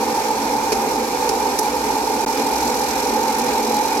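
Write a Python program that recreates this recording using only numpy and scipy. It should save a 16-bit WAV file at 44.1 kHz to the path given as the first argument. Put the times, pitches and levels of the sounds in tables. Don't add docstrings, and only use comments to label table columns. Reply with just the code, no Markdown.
import sys
import numpy as np
from scipy import signal
from scipy.fft import rfft, irfft, next_fast_len
from scipy.io import wavfile
from scipy.ndimage import uniform_filter1d, map_coordinates

SR = 44100
rng = np.random.default_rng(int(sys.argv[2]) if len(sys.argv) > 2 else 0)


def transcribe(u):
    v = np.clip(np.atleast_2d(u).T, -1, 1)
    q = np.round(v * 32767).astype(np.int16)
    wavfile.write(sys.argv[1], SR, q)


N = 176400

# freq_hz, relative_db
ROAR_SPECTRUM = [(12, -60), (25, -26), (58, -5), (98, -18.5), (148, -7.5), (190, -13.5), (225, -1.7),
                 (330, -0.5), (600, -5), (720, -8.5), (790, -7.5), (930, -4), (1030, -9.5), (1300, -20.5),
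                 (1700, -47), (2800, -100)]
RUSH_SPECTRUM = [(800, -44), (1200, -1.5), (1300, 0.0), (1700, -6), (2000, -3.5), (2400, -4.5),
                 (3050, -8.5), (3600, -6.5), (4600, -28), (7000, -100)]
DRONE_SPECTRUM = [(700, -80), (815, -27), (840, 1.5), (857, -10.5), (873, 0.5), (905, -23.5), (1050, -80)]
WHISTLE_SPECTRUM = [(3600, -70), (3870, -14), (3930, 0), (3990, -14), (4300, -70)]
# freq_hz, relative_db
RATTLE_SPECTRUM = [(2000, -50), (3200, -13), (3600, -6), (5500, 1), (7000, -1.5), (9000, -9), (10100, -9.5),
                   (11500, -0.5), (13000, -12.5), (14400, -12.5), (15600, -15.5)]
CRACK_SPECTRUM = [(800, -22), (2400, -6.5), (3300, -12), (4000, -4), (4550, 2), (5800, 5.5), (7000, -0.5),
                  (9000, -4.5), (11500, 1), (15000, -18)]
THUMP_SPECTRUM = [(80, -30), (150, -16), (190, -16), (260, 1), (330, -2.5), (410, 0), (550, -7), (800, -19),
                  (1400, -24), (3000, -50)]
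# centre_hz, width_hz, boost_db
HOUSING_MODES = [(239, 40, 5.0), (282, 34, 7), (403, 41, 3.5), (436.4, 39, 8.5), (490.4, 22, 7),
                 (517, 31, 8.5), (736, 33, 4.5), (790.6, 65, 14.5), (839, 24, 6), (874.6, 49, 10.5),
                 (920.3, 49, 11.5), (977, 30, 8.5), (1017, 16, 3), (1053, 22, 5.5), (1126, 60, 6.5),
                 (1218, 63, 11.5)]
HOOD_MODES = [(1348, 28, 1.5), (1447, 42, 7.5), (1620, 86, 6), (2142, 19, 9.5), (2260, 32, 4.5),
              (2333, 68, 8.5), (2399, 45, 7), (2474, 34, 9), (2700, 160, 3.5), (2940, 74, 3)]
CHAMBER_MODES = [(3926, 140, 8.5), (4180, 140, 5), (4440, 190, 7.5), (5030, 150, 4.5), (5340, 81, 4.5),
                 (5740, 440, 3.5), (6530, 220, 4.5), (7750, 270, 4), (8280, 126, 8.5), (9190, 106, 6),
                 (9431, 300, 4), (10730, 138, 3.5), (11830, 100, 5.5), (12880, 119, 12)]
# time_s, offset_db
ROAR_DRIFT_DB = [(0, 0), (.7, 0.5), (1.2, 0.24), (1.9, 0), (2.6, 1.04), (3.2, 0.5), (4, 0.9)]
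# time_s, level_db
RUSH_DB = [(0, -35), (1, -35.5), (2.24, -35.5), (2.28, -34.5), (3, -34), (4, -34.5)]
DRONE_DB = [(0, -32.5), (.28, -24), (.42, -32), (.62, -26), (1.05, -36), (1.65, -28.5), (2.1, -28.5),
            (2.6, -29.5), (3.05, -31.5), (3.22, -24), (3.5, -26), (3.62, -27.5), (3.8, -24), (4, -25)]
WHISTLE_DB = [(0, -58), (3.1, -54), (3.4, -49), (3.75, -42), (4, -53)]
RATTLE_DB = [(0, -33), (.6, -33), (1.2, -33), (1.7, -32.5), (2.24, -32.5), (2.28, -31.5), (2.88, -30.5),
             (3.25, -31.5), (3.68, -32), (4, -32)]
SHAFT_DB = [(0, -36), (.7, -40.5), (1.3, -48), (2, -50), (2.9, -44), (3.1, -35.5), (4, -36)]
MAINS_DB = [(0, -66), (1, -55.5), (2.65, -48.5), (4, -55.5)]
# time_s, depth_db
SURGE_DEPTH_DB = [(0, .7), (.7, 1.5), (1.2, 1.1), (1.7, 1.4), (2.24, 1.2), (2.27, 2.5)]
# start_s, crack_db, length_s, brightness_db_per_octave, thump_db
BURSTS = [(0.7202, -21.5, 0.015, -6, -17), (1.2905, -20.5, 0.0068, -3.2, -18), (1.5883, -16, 0.006, 3, -22),
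          (1.632, -32, 0.0036, 10, -42), (3.383, -26, 0.0093, 3, -41)]
# pitch_hz, level_db, waver_hz
HOUSING_TONES = [(435.3, -39, 4.1), (492, -36.5, 4)]
# time_s, speed_fraction
SPEED_WANDER = [(0, 0.003), (2.2, 0.00252), (2.3, .0006), (4, 0.00092)]
# shaft_multiple, level_db
WHINE_ORDERS = [(3, -50.5), (6, -57), (7, -57), (8, -49)]
# freq_hz, coherence
MIC_COHERENCE = [(60, 0.91), (110, 0.94), (200, 0.97), (380, 0.97), (700, 0.68), (900, 1), (1290, 0.068),
                 (2380, 0.2), (4400, 0.13), (8120, 0.044), (15000, 0.038)]
# freq_hz, left_minus_right_db
MIC_BALANCE_DB = [(60, -2.0), (73, 3), (88, -5), (110, -9), (130, -1), (160, -2.0), (190, -3), (230, 0.0),
                  (280, -0.5), (330, -3.5), (400, -3.5), (490, -5), (590, -1), (710, 6.5), (860, -4),
                  (1040, -2.5), (1260, -6.5), (1530, -1), (1850, -1.5), (2230, -5.5), (2700, -2), (3270, 2),
                  (3960, 2.5), (4790, 0.5), (5790, -10), (7000, -7.5), (8470, 7.5), (10200, -2), (12400, 3),
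                  (15000, 5.0)]


def fan(roar_db=-21.5, roar_flutter_db=.5, rush_flutter_db=.68):
    roar_gain = amp(roar_db + curve(ROAR_DRIFT_DB) + roar_flutter_db * wobble(12))
    roar = roar_gain * coloured(noise(), ROAR_SPECTRUM, HOUSING_MODES)
    rush_gain = amp(curve(RUSH_DB) + rush_flutter_db * wobble(20))
    rush = rush_gain * coloured(noise(), RUSH_SPECTRUM, HOOD_MODES)
    drone = amp(curve(DRONE_DB)) * coloured(noise(), DRONE_SPECTRUM)
    whistle = amp(curve(WHISTLE_DB)) * coloured(noise(), WHISTLE_SPECTRUM)
    return roar + rush + drone + whistle


def kernel_rattle(ticks_per_s=5000, spread_db=2, hiss_share=.41, clump_db=.85,
                  surge_hz=43.1, surge_offset_s=.005, drift_turns=.043):
    hits = rng.random((2, N)) < ticks_per_s / SR
    ticks = unit(hits * rng.choice([-1, 1], (2, N)) * amp(spread_db * noise()))
    impacts = np.sqrt(1 - hiss_share) * ticks + np.sqrt(hiss_share) * noise()
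    rattle = coloured(impacts, RATTLE_SPECTRUM, CHAMBER_MODES)
    turns = surge_hz * (np.arange(N) / SR - surge_offset_s) + drift_turns * wobble(4.1)
    surge_db = curve(SURGE_DEPTH_DB) * np.sin(2 * np.pi * turns)
    return hood_comb(rattle) * amp(curve(RATTLE_DB) + surge_db + clump_db * wobble(60))


def pops(attack_s=.001, t60_s=.032, fade_db=3, crackle_db=1.0):
    out = np.zeros((2, N))
    for start_s, crack_db, length_s, db_per_octave, thump_db in BURSTS:
        age_s = np.arange(N) / SR - start_s
        attack = np.clip(age_s / attack_s, 0, 1)
        fade = amp(-fade_db * np.clip(age_s / length_s, 0, 1))
        release = amp(-60 * np.maximum(age_s - length_s, 0) / t60_s)
        tearing = noise() * amp(crackle_db * wobble(2000))
        spectrum = [(hz, db + db_per_octave * np.log2(hz)) for hz, db in CRACK_SPECTRUM]
        crack = amp(crack_db) * coloured(tearing, spectrum)
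        thump = amp(thump_db) * coloured(noise(), THUMP_SPECTRUM)
        out += attack * fade * release * (crack + thump)
    return out


def air_tones(waver_db=3.0):
    out = np.zeros(N)
    for pitch_hz, level_db, waver_hz in HOUSING_TONES:
        turns = np.cumsum(pitch_hz + waver_hz * wobble(14)) / SR
        out += amp(level_db + waver_db * wobble(8)) * np.sin(2 * np.pi * turns)
    return np.sqrt(2) * out


def motor(shaft_hz=225.6, mains_hz=60, waver_db=1.5):
    turns = np.cumsum(shaft_hz * (1 + curve(SPEED_WANDER) * wobble(6))) / SR
    shaft = amp(curve(SHAFT_DB)) * np.sin(2 * np.pi * turns)
    whine = sum(amp(level_db + waver_db * wobble(10)) * np.sin(2 * np.pi * order * turns)
                for order, level_db in WHINE_ORDERS)
    mains_gain = amp(curve(MAINS_DB) + waver_db * wobble(6.1))
    mains = mains_gain * np.sin(2 * np.pi * mains_hz * np.arange(N) / SR)
    return np.sqrt(2) * (shaft + whine + mains)


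def hood_comb(x, ripple_db=1.84, spacing_hz=22.07):
    def response(hz):
        knots = rng.standard_normal((2, SR // 4))
        ripple = np.array([map_coordinates(side, [hz / spacing_hz], mode="wrap") for side in knots])
        return amp(ripple_db * ripple)
    return unit(filtered(x, response)) * np.std(x)


def room(x, level_db=-16, t60_s=.36):
    time_s = np.arange(SR // 2) / SR
    tail = rng.standard_normal((2, len(time_s))) * amp(-60 * time_s / t60_s)
    return amp(level_db) * signal.fftconvolve(x, tail / np.linalg.norm(tail[0]), axes=1)[:, :N]


def amp(db):
    return 10 ** (np.asarray(db) / 20)


def unit(x):
    return x / np.sqrt(np.mean(x ** 2) + 1e-20)


def noise():
    return rng.standard_normal((2, N))


def along(points, hz):
    freq_hz, values = np.transpose(points)
    return np.interp(np.log(hz + 1), np.log(freq_hz + 1), values)


def curve(points):
    return np.interp(np.arange(N) / SR, *np.transpose(points))


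def wobble(knots_per_s):
    knots = rng.standard_normal(int(N * knots_per_s / SR) + 4)
    return map_coordinates(knots, [np.arange(N) * knots_per_s / SR])


def filtered(x, response):
    size = next_fast_len(N + SR // 2)
    return irfft(rfft(x, size) * response(np.fft.rfftfreq(size, 1 / SR)), size)[..., :N]


def coloured(pair, spectrum, modes=()):
    def response(hz):
        spread_rad = np.arccos(np.clip(along(MIC_COHERENCE, hz), -.98, .98)) / 2
        mid_side = np.array([np.ones_like(spread_rad), np.tan(spread_rad)])
        peaks_db = sum(boost_db / (1 + (2 * (hz - centre_hz) / width_hz) ** 2)
                       for centre_hz, width_hz, boost_db in modes)
        return amp(along(spectrum, hz) + peaks_db) * mid_side
    mid, side = filtered(pair, response)
    return np.array([mid + side, mid - side]) / np.std(mid)


def scene():
    bursts = pops()
    return fan() + air_tones() + motor() + kernel_rattle() + bursts + room(bursts)


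def record(dry, left_lead_s=.00008, dropout_s=(2.2502, 2.2625), cutoff_hz=15850):
    def microphones(hz):
        sides = np.array([[.5], [-.5]])
        gain = amp(sides * along(MIC_BALANCE_DB, hz))
        delay = np.exp(2j * np.pi * hz * sides * left_lead_s)
        return gain / np.sqrt(np.mean(gain ** 2, axis=0)) * delay
    time_s = np.arange(N) / SR
    live = (time_s < dropout_s[0]) | (time_s > dropout_s[1])
    gate = uniform_filter1d(live.astype(float), size=60)
    return filtered(filtered(dry, microphones) * gate, lambda hz: hz < cutoff_hz)


dry = scene()
out = record(dry)
transcribe(out)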